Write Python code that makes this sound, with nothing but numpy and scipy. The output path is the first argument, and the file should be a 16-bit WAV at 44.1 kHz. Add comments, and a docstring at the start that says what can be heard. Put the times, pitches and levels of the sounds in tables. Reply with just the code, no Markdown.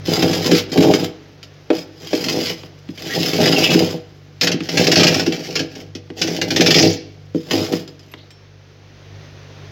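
"""A metal cup is dragged over the frosted inner wall of a freezer, close to the microphone: random clicks
of crushed ice, heard directly and through the ringing modes of the cup. The rim sticks, slips and squeaks.
Friction and bumps excite the modes of the hollow plastic wall; bumps clack and finger taps ring the cup.
Noise tails echo it from compartment and kitchen, over compressor harmonics and hiss; the cup lifts off at the end."""
import sys
import numpy as np
from scipy import signal
from scipy.fft import rfft, irfft
from scipy.io import wavfile
from scipy.ndimage import uniform_filter1d, minimum_filter1d, map_coordinates

SR = 44100
rng = np.random.default_rng(int(sys.argv[2]) if len(sys.argv) > 2 else 0)


def output_pcm(signal):
    """Save a mono or channel-first signal as 16-bit PCM at the path in sys.argv[1].

    Samples are clipped to [-1, 1] before scaling.
    """
    pcm = np.clip(np.atleast_2d(signal).T, -1, 1) * 32767
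    wavfile.write(sys.argv[1], SR, np.round(pcm).astype(np.int16))


N = 428211
T = np.arange(N) / SR  # time_s

# All table levels are relative.
# Pushes of the rim over the frost: start_s, rise_s, hold_s, fall_s, crunch_db, rumble_db,
# hardness (0 powder .. 1 glassy crust)
PUSHES = [(0.049, 0.05, 0.17, 0.21, -23, -19, 0.021), (0.381, 0.13, 0.027, 0.092, -21.5, -19, 0.13),
          (0.697, 0.076, 0.1, 0.21, -25.5, -15, 0.024), (0.946, 0.073, 0.02, 0.033, -29, -24, 0.033),
          (1.713, 0.04, 0.014, 0.073, -34.5, -32, 0.36), (2.006, 0.29, 0.2, 0.06, -26.5, -27.5, 0.4),
          (2.527, 0.051, 0.051, 0.06, -44.5, -44.5, 0.22), (2.97, 0.35, .13, .2, -23.5, -24, 0.39),
          (3.298, 0.13, 0.22, 0.31, -20.5, -16, 0.05), (4.408, 0.026, 0.0079, 0.047, -17, -42, 0.99),
          (4.645, 0.22, 0.21, 0.2, -17.5, -15.5, 1), (5.155, 0.033, 0.37, 0.12, -32.5, -35, 1),
          (5.686, 0.069, 0.014, 0.096, -38.5, -35.5, 1), (6.161, 0.043, 0.074, 0.26, -28, -24.5, 0.98),
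          (6.452, 0.18, 0.19, 0.14, -22, -15.5, 0.93), (7.334, 0.017, 0.18, .05, -46.5, -56, .05),
          (7.472, 0.049, 0.026, 0.21, -26, -21.5, 0.054), (7.674, 0.052, 0.0047, 0.11, -31, -24, 0.15)]
# Rim breaks free and cracks the crust: start_s, level_db
SLIPS = [(0.222, -13.5), (0.33, -14.5), (0.513, -8.5), (0.548, -13.5), (0.717, -22), (0.774, -12),
         (0.936, -12), (1.429, -29.5), (2.284, -16.5), (2.494, -23), (2.975, -29), (3.332, -18),
         (3.456, -10), (3.473, -13.5), (3.487, -23), (3.523, -13.5), (3.563, -24), (3.704, -13),
         (4.411, -8.5), (4.431, -13), (4.47, -9), (4.516, -13), (4.688, -15), (4.771, -5.5), (4.868, -9),
         (4.915, -4.5), (4.956, 2.5), (4.994, -4), (5.031, -4), (5.067, -2), (5.142, -9.5), (5.195, -10.5),
         (5.262, -15), (5.322, -16.5), (5.554, -9.5), (5.592, -14), (5.752, -29), (5.95, -25.5),
         (6.215, -9), (6.273, -14.5), (6.414, -11), (6.504, -11), (6.561, -8.5), (6.607, -7), (6.661, -4),
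         (6.705, -5), (6.742, -1.5), (6.783, -8), (6.825, -10.5), (7.509, -13), (7.876, -34.5),
         (7.993, -40), (8.029, -46)]
# Packed frost squeaks on metal: start_s, pitch_hz, level_db, swell_s
SQUEAKS = [(3.09, 1915, -26, 0.02), (3.523, 2690, -9, 0.0026), (3.561, 2820, -8, 0.004),
           (3.6, 2800, -14.5, 0.035), (6.759, 5450, -12.5, 0.04), (8.117, 2600, -46, 0.0043),
           (8.155, 4000, -47, 0.026)]
# Spectrum of soft frost giving way: freq_hz, level_db
POWDER_SPECTRUM = [(500, -17.5), (1100, -2), (1900, -1.5), (2900, 0), (3800, 0), (5100, -3), (6200, -5.5),
                   (7300, -7), (8000, -21.5), (9200, -27), (11300, -14)]
# Spectrum of hard crust giving way: freq_hz, level_db
CRUST_SPECTRUM = [(500, -42), (1100, -8.5), (1600, -0.5), (2300, 2.5), (3100, 3.5), (3700, -0.5),
                  (5200, 6.5), (7000, -7), (8000, -18.5), (9200, -31), (11300, -16)]
# Modes of the cup, damped by the hand: freq_hz, peak_db, t60_s
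CUP_MODES = [(3120, -6, 0.015), (4500, -14, 0.078), (5010, 9, 0.021)]
# Cup bumps the wall: start_s, boom_db, tick_db, band_centre_hz
BUMPS = [(0.079, -20, -34, 215), (0.227, -15, -14, 188), (0.454, -20, -30, 385), (0.517, -4.5, -19, 340),
         (0.716, -27, -30, 320), (0.78, -5, -23, 320), (0.884, -15, -17, 426), (0.937, -12, -11, 320),
         (1.703, -9, -9, 532), (2.131, -14, -11, 474), (2.263, -23.5, -27, 182), (2.634, -40, -25.5, 400),
         (2.889, -26.5, -25, 228), (3.196, -20, -45, 267), (3.399, -20, -28.5, 297),
         (3.747, -7.5, -15, 308), (4.542, -18.5, -24, 227), (4.605, -22.5, -15.5, 263),
         (5.274, -14, -21, 340), (5.952, -30, -40, 340), (6.102, -30, -25, 360), (6.598, -12, -16, 336),
         (7.347, -14.5, -28.5, 326), (7.734, -18.5, -14.5, 320), (8.138, -42, -22, 418)]
# Modes of the wall panel and the air in front of it: freq_hz, peak_db, t60_s
WALL_MODES = [(103.2, 4.5, 0.3), (151.6, -3.5, 0.36), (168.6, 9, 0.14), (241.2, 1.5, 0.13),
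              (279, 7.5, 0.12), (326.1, 9, 0.15), (380.5, 1.5, 0.13), (418.7, 3.5, 0.12),
              (482.4, 6.5, 0.22), (615, -1, 0.094), (751.6, -8.5, 0.027)]
# Fingers tick against the cup: start_s, level_db, band_centre_hz
FINGER_TAPS = [(8.114, -44, 10500), (8.305, -39.5, 5360)]
# Thin modes of the cup under a finger: freq_hz, peak_db, t60_s
RIM_MODES = [(5420, 21, 0.55), (7600, 2, 0.09), (8600, 2, 0.14), (12000, 8, 0.055)]
# Level of the background hum and hiss: time_s, hum_db, hiss_db
HUM_HISS_LEVELS = [(0, -31.5, -41), (1.3, -44.5, -48.5), (7.2, -42, -52.5), (8.2, -45.5, -50.5),
                   (8.8, -46, -49.5), (9.2, -36, -43.5), (9.5, -41.5, -44), (9.7, -37, -42)]
# Hum: harmonic (multiple of shaft rate), level_db
HUM_HARMONICS = [(1, -17.5), (2, -2), (3, -4)]
# Spectrum of the background air: freq_hz, level_db
AIR_SPECTRUM = [(30, -13.5), (70, 16), (200, 12.5), (420, 16), (650, 10), (1000, 4), (1800, 5.5), (4000, 1),
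                (6200, -2), (8000, -29.5), (12000, -24.5)]

SWING_DB = 20  # gained over the rise of a push, lost over its fall
CRUNCH_EASE, RUMBLE_EASE = 2, 1.6  # curvature of rise and fall
RELEASE_S = 0.059  # extra decay time constant after the fall
TOUCH_CRUNCH_DB, TOUCH_RUMBLE_DB = -62, -55.5  # rim resting lightly between pushes
LIFT_S = 8.31  # light touch has faded out by now
# Small random slips: rate before crust rejects some, level over the crunch, scatter
CATCH_PER_S, CATCH_DB, CATCH_SCATTER_DB = 24, 0.5, 4
GRIP_SOFT_DB, GRIP_HARD_DB = 8, 10  # drop before a slip, on powder and on crust
KITCHEN_T60_S, KITCHEN_DB, KITCHEN_LO_HZ, KITCHEN_HI_HZ = 0.57, -19, 200, 4150
SHAFT_HZ = 49.2  # mean rate
TOP_HZ = 16200  # recorder cutoff


def undb(db):
    """Decibels to gain."""
    return 10 ** (np.asarray(db) / 20)


def unit(x):
    """Scale to rms 1."""
    return x / np.sqrt(np.mean(x ** 2))


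def curves(table):
    """Table columns interpolated at every sample."""
    time_s, *columns = np.transpose(table)
    return [np.interp(T, time_s, column) for column in columns]


def play(x, response):
    """Convolve with a response scaled to unit energy."""
    return signal.fftconvolve(x, response / np.linalg.norm(response))[:N]


def colour(points, size=2048):
    """Minimum-phase response with a (Hz, dB) spectrum."""
    hz, db = np.transpose(points)
    bin_hz = np.arange(size // 2 + 1) * SR / size
    log_gain = np.log(undb(np.interp(np.log(bin_hz + 1), np.log(hz), db)))
    cepstrum = irfft(log_gain)
    cepstrum[1:size // 2] *= 2
    return irfft(np.exp(rfft(cepstrum[:size // 2], size)))


def ring(modes):
    """Response of decaying modes, each with its own gain at resonance."""
    t, out = T[:SR // 2], 0
    for hz, db, t60_s in modes:
        damping = np.log(1000) / t60_s
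        gain = undb(db) * 2 * damping / SR
        out = out + gain * np.exp(-damping * t) * np.cos(2 * np.pi * hz * t)
    return out


def band(x, lo_hz, hi_hz, order=2):
    """Butterworth band-pass."""
    edges_hz = [lo_hz, min(hi_hz, .45 * SR)]
    return signal.sosfilt(signal.butter(order, edges_hz, "band", fs=SR, output="sos"), x)


def walk(rate_hz):
    """Smooth random wander, spread near 1."""
    k = max(int(SR / rate_hz), 2)
    steps = np.repeat(rng.standard_normal(N // k + 1), k)
    return 1.3 * uniform_filter1d(uniform_filter1d(steps, k), k)[:N]


def grains(rate_per_s, spread_db):
    """Breaking crystals: random clicks, most small and a few large; rms 1."""
    struck = rng.random(N) < rate_per_s / SR
    size = np.minimum(rng.exponential(size=N), np.log(100))
    return unit(struck * rng.standard_normal(N) * undb(spread_db * size))


def bursts(times_s, db, rise_s, decay_s):
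    """Envelope of sudden releases that die away; large ones last longer."""
    t, out = T[:SR // 4], np.zeros(N + SR)
    for s, gain in zip(times_s, undb(db)):
        shape = (1 - np.exp(-t / rise_s)) * np.exp(-t / (decay_s * gain ** 0.21))
        start = max(int(s * SR), 0)
        out[start:start + len(t)] += gain * shape / shape.max()
    return out[:N]


def scraping():
    """The rim crushes crystals unevenly; each slip breaks many at once."""
    crunch_db, _ = pushes(CRUNCH_EASE)
    slip_s, crack_db = slips(crunch_db)
    hard = hardness()
    grip_db = GRIP_SOFT_DB + (GRIP_HARD_DB - GRIP_SOFT_DB) * hard
    sticking = grip(np.transpose(SLIPS)[0], depth_db=grip_db, hold_s=.016)
    crush_gain = undb(crunch_db - 1.07 + 2.66 * walk(200))
    crushing = grains(rate_per_s=5000, spread_db=4.0) * crush_gain * sticking
    crack_gain = bursts(slip_s, crack_db - 0.5, rise_s=0.0011, decay_s=0.0096)
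    cracking = grains(rate_per_s=17000, spread_db=1.0) * crack_gain
    # larger pieces have less fizz at the top
    cracking = signal.lfilter(*signal.butter(1, 7500, fs=SR), cracking)
    force = crushing + cracking
    # powder sings in the cup; crust stays almost dry
    powder = cup(force * np.sqrt(1 - hard), POWDER_SPECTRUM, ring_db=4.5)
    crust = cup(force * np.sqrt(hard), CRUST_SPECTRUM, ring_db=-29)
    ice = flex(powder + crust, sway_s=.00013, rate_hz=70)
    ice = ice + squeaks(waver=.09, flutter_db=6)
    return compartment(ice, t60_s=0.11, echo_db=0.5)


def pushes(ease):
    """Crunch and rumble levels in dB: each push swells, holds and eases off to a light touch."""
    touching = np.clip((LIFT_S - T) / .1, 1e-3, 1)
    crunch, rumble = undb(TOUCH_CRUNCH_DB) * touching, undb(TOUCH_RUMBLE_DB) * touching
    for s, rise_s, hold_s, fall_s, crunch_db, rumble_db, _ in PUSHES:
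        full_s = s + rise_s
        ease_s = full_s + hold_s
        slack = np.clip(np.maximum((full_s - T) / rise_s, (T - ease_s) / fall_s), 0, 10)
        released_s = np.maximum(T - ease_s - fall_s, 0)
        effort = undb(-SWING_DB * slack ** ease) * np.exp(-released_s / RELEASE_S)
        crunch = np.maximum(crunch, undb(crunch_db) * effort)
        rumble = np.maximum(rumble, undb(rumble_db) * effort)
    return 20 * np.log10(crunch), 20 * np.log10(rumble)


def hardness():
    """Frost hardness of each push, from just before it starts until the next."""
    start_s, *_, hard = np.transpose(PUSHES)
    current = np.maximum(np.searchsorted(start_s, T + .02) - 1, 0)
    return np.clip(hard[current], 0, 1)


def slips(crunch_db):
    """Times and levels of large slips, finger taps, and random small catches that grow with the push."""
    count = 400
    wait, scatter = rng.exponential(size=count), rng.standard_normal(count)
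    s = np.cumsum(wait) / CATCH_PER_S
    catch_db = np.interp(s, T, crunch_db) + CATCH_DB + CATCH_SCATTER_DB * scatter
    catches = np.column_stack([s, catch_db])
    # catches need loose powder: hard crust holds until a large slip
    loose = rng.random(count) > np.interp(s, T, hardness(), right=1)
    return np.vstack([SLIPS, np.array(FINGER_TAPS)[:, :2], catches[loose]]).T


def grip(times_s, depth_db, hold_s):
    """The rim sticks, and so falls quieter, just before each slip."""
    wait_s = np.append(times_s, 2 * T[-1])[np.searchsorted(times_s, T)] - T
    return undb(-depth_db * np.exp(-wait_s / hold_s))


def cup(force, spectrum, ring_db):
    """Breaking ice is heard directly and through the ringing cup."""
    ice = colour(spectrum)
    response = undb(ring_db) * signal.fftconvolve(ice, ring(CUP_MODES))
    response[:len(ice)] += ice
    return play(force, response)


def flex(x, sway_s, rate_hz):
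    """The cup flexes in the hand: a wandering time shift sways its resonances in pitch."""
    return map_coordinates(x, [(T + sway_s * walk(rate_hz)) * SR], mode="nearest")


def squeaks(waver, flutter_db):
    """Fast stick-slip of packed frost: rough tones, their pitch and level fluttering."""
    t, out = T[:SR // 4], np.zeros(N)
    wobble, flutter = walk(260) + walk(2000), np.tanh(walk(150))
    for s, hz, db, swell_s in SQUEAKS:
        span = slice(int(s * SR), int(s * SR) + len(t))
        shape = t / swell_s * np.exp(1 - t / swell_s)
        pitch_hz = hz * (1 + waver * wobble[span])
        tone = np.sin(2 * np.pi * np.cumsum(pitch_hz) / SR)
        out[span] += undb(db + flutter_db * flutter[span]) * shape * tone
    return out


def compartment(x, t60_s, echo_db, size=4096):
    """Dense echoes between close walls; their pattern changes as cup and arm move."""
    t, out = T[:2 * size], np.zeros(N + 4 * size)
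    fade = np.sin(np.pi * np.arange(size) / size)
    padded = np.pad(x, size // 2)
    for start in range(0, N, size // 2):
        echoes = rng.standard_normal(len(t)) * np.exp(-np.log(1000) * t / t60_s)
        piece = padded[start:start + size]
        wet = signal.fftconvolve(piece * fade[:len(piece)], echoes / np.linalg.norm(echoes))
        out[start:start + len(wet)] += wet
    mixed = x + undb(echo_db) * out[size // 2:size // 2 + N]
    return mixed / np.hypot(1, undb(echo_db))


def ticks():
    """Each bump starts with a short, dry clack of the cup: band-passed noise."""
    s, _, tick_db, _ = np.transpose(BUMPS)
    clack = rng.standard_normal(N) * bursts(s, tick_db + 1.5, rise_s=0.000037, decay_s=0.0078)
    return band(clack, 450, 3560, order=3)


def finger_taps():
    """A finger tap leaves the cup ringing faintly; its band selects the modes it wakes."""
    out = 0
    for s, db, centre_hz in FINGER_TAPS:
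        touch = rng.standard_normal(N) * bursts([s], [db], rise_s=0.0005, decay_s=0.014)
        touch = band(touch, centre_hz / np.sqrt(2), centre_hz * np.sqrt(2))
        out = out + play(touch, ring(RIM_MODES))
    return out


def wall():
    """Friction and slips shake the hollow panel, and bumps make it boom."""
    _, rumble_db = pushes(RUMBLE_EASE)
    slip_s, crack_db = np.transpose(SLIPS)
    sticking = grip(slip_s, depth_db=9, hold_s=.02)
    drag = undb(rumble_db + 3.27 + 2.3 * walk(35)) * sticking
    jerks = bursts(slip_s, crack_db - 12.0, rise_s=0.0028, decay_s=0.059)
    shaking = grains(rate_per_s=500, spread_db=0.45) * np.hypot(drag, jerks)
    out = play(shaking, band(ring(WALL_MODES), 101.8, 787, order=6))
    for s, boom_db, _, centre_hz in BUMPS:
        boom = bump(centre_hz, thud_db=-1.0, thud_s=0.032, damping_s=0.43)
        start = int(s * SR)
        out[start:start + len(boom)] += undb(boom_db - 12.5) * boom
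    return out


def bump(centre_hz, thud_db, thud_s, damping_s):
    """A dull noise thud plus wall modes in random phase, damped further by the resting cup."""
    t, modes = T[:SR // 2], 0
    for hz, db, t60_s in WALL_MODES:
        decay = np.exp(-np.log(1000) * t / t60_s)
        modes = modes + undb(db) / t60_s * decay * np.sin(2 * np.pi * (hz * t + rng.random()))
    thud = rng.standard_normal(len(t)) * np.exp(-t / thud_s)
    blow = unit(modes * np.exp(-t / damping_s)) + undb(thud_db) * unit(thud)
    return unit(band(blow, centre_hz / 1.88, centre_hz * 1.465, order=3))


def kitchen(x):
    """A faint, dull tail from the room outside: decaying band-passed noise."""
    t = T[:SR]
    tail = rng.standard_normal(SR) * np.exp(-np.log(1000) * t / KITCHEN_T60_S)
    return undb(KITCHEN_DB) * play(x, band(tail, KITCHEN_LO_HZ, KITCHEN_HI_HZ))


def compressor():
    """Shaft harmonics that waver a little, over a soft hiss of air."""
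    hum_db, hiss_db = curves(HUM_HISS_LEVELS)
    turns = np.cumsum(SHAFT_HZ * (1 + 0.0043 * walk(4.7))) / SR
    hum = 0
    for harmonic, db in HUM_HARMONICS:
        gain = undb(db + 2.0 * walk(15.0))
        hum = hum + gain * np.sin(2 * np.pi * (harmonic * turns + rng.random()))
    hiss = play(rng.standard_normal(N), colour(AIR_SPECTRUM))
    return unit(hum) * undb(hum_db) + unit(hiss) * undb(hiss_db + 0.45 * walk(18))


def scene():
    """Cup, wall, room and compressor at one microphone."""
    near = scraping() + ticks() + finger_taps() + wall()
    return (near + kitchen(near) + compressor())[None]


def limiter(x, ceiling, hold_s):
    """Turn the gain down around peaks that pass the ceiling."""
    k = int(hold_s * SR)
    gain = np.minimum(1, ceiling / (np.abs(x) + 1e-9))
    return x * uniform_filter1d(minimum_filter1d(gain, k), k)


def record(dry):
    """The recorder limits the loudest peaks and cuts the top."""
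    held = limiter(dry, ceiling=.95, hold_s=.006)
    return signal.sosfilt(signal.ellip(10, .2, 70, TOP_HZ, fs=SR, output="sos"), held)


dry = scene()
out = record(dry)
output_pcm(out)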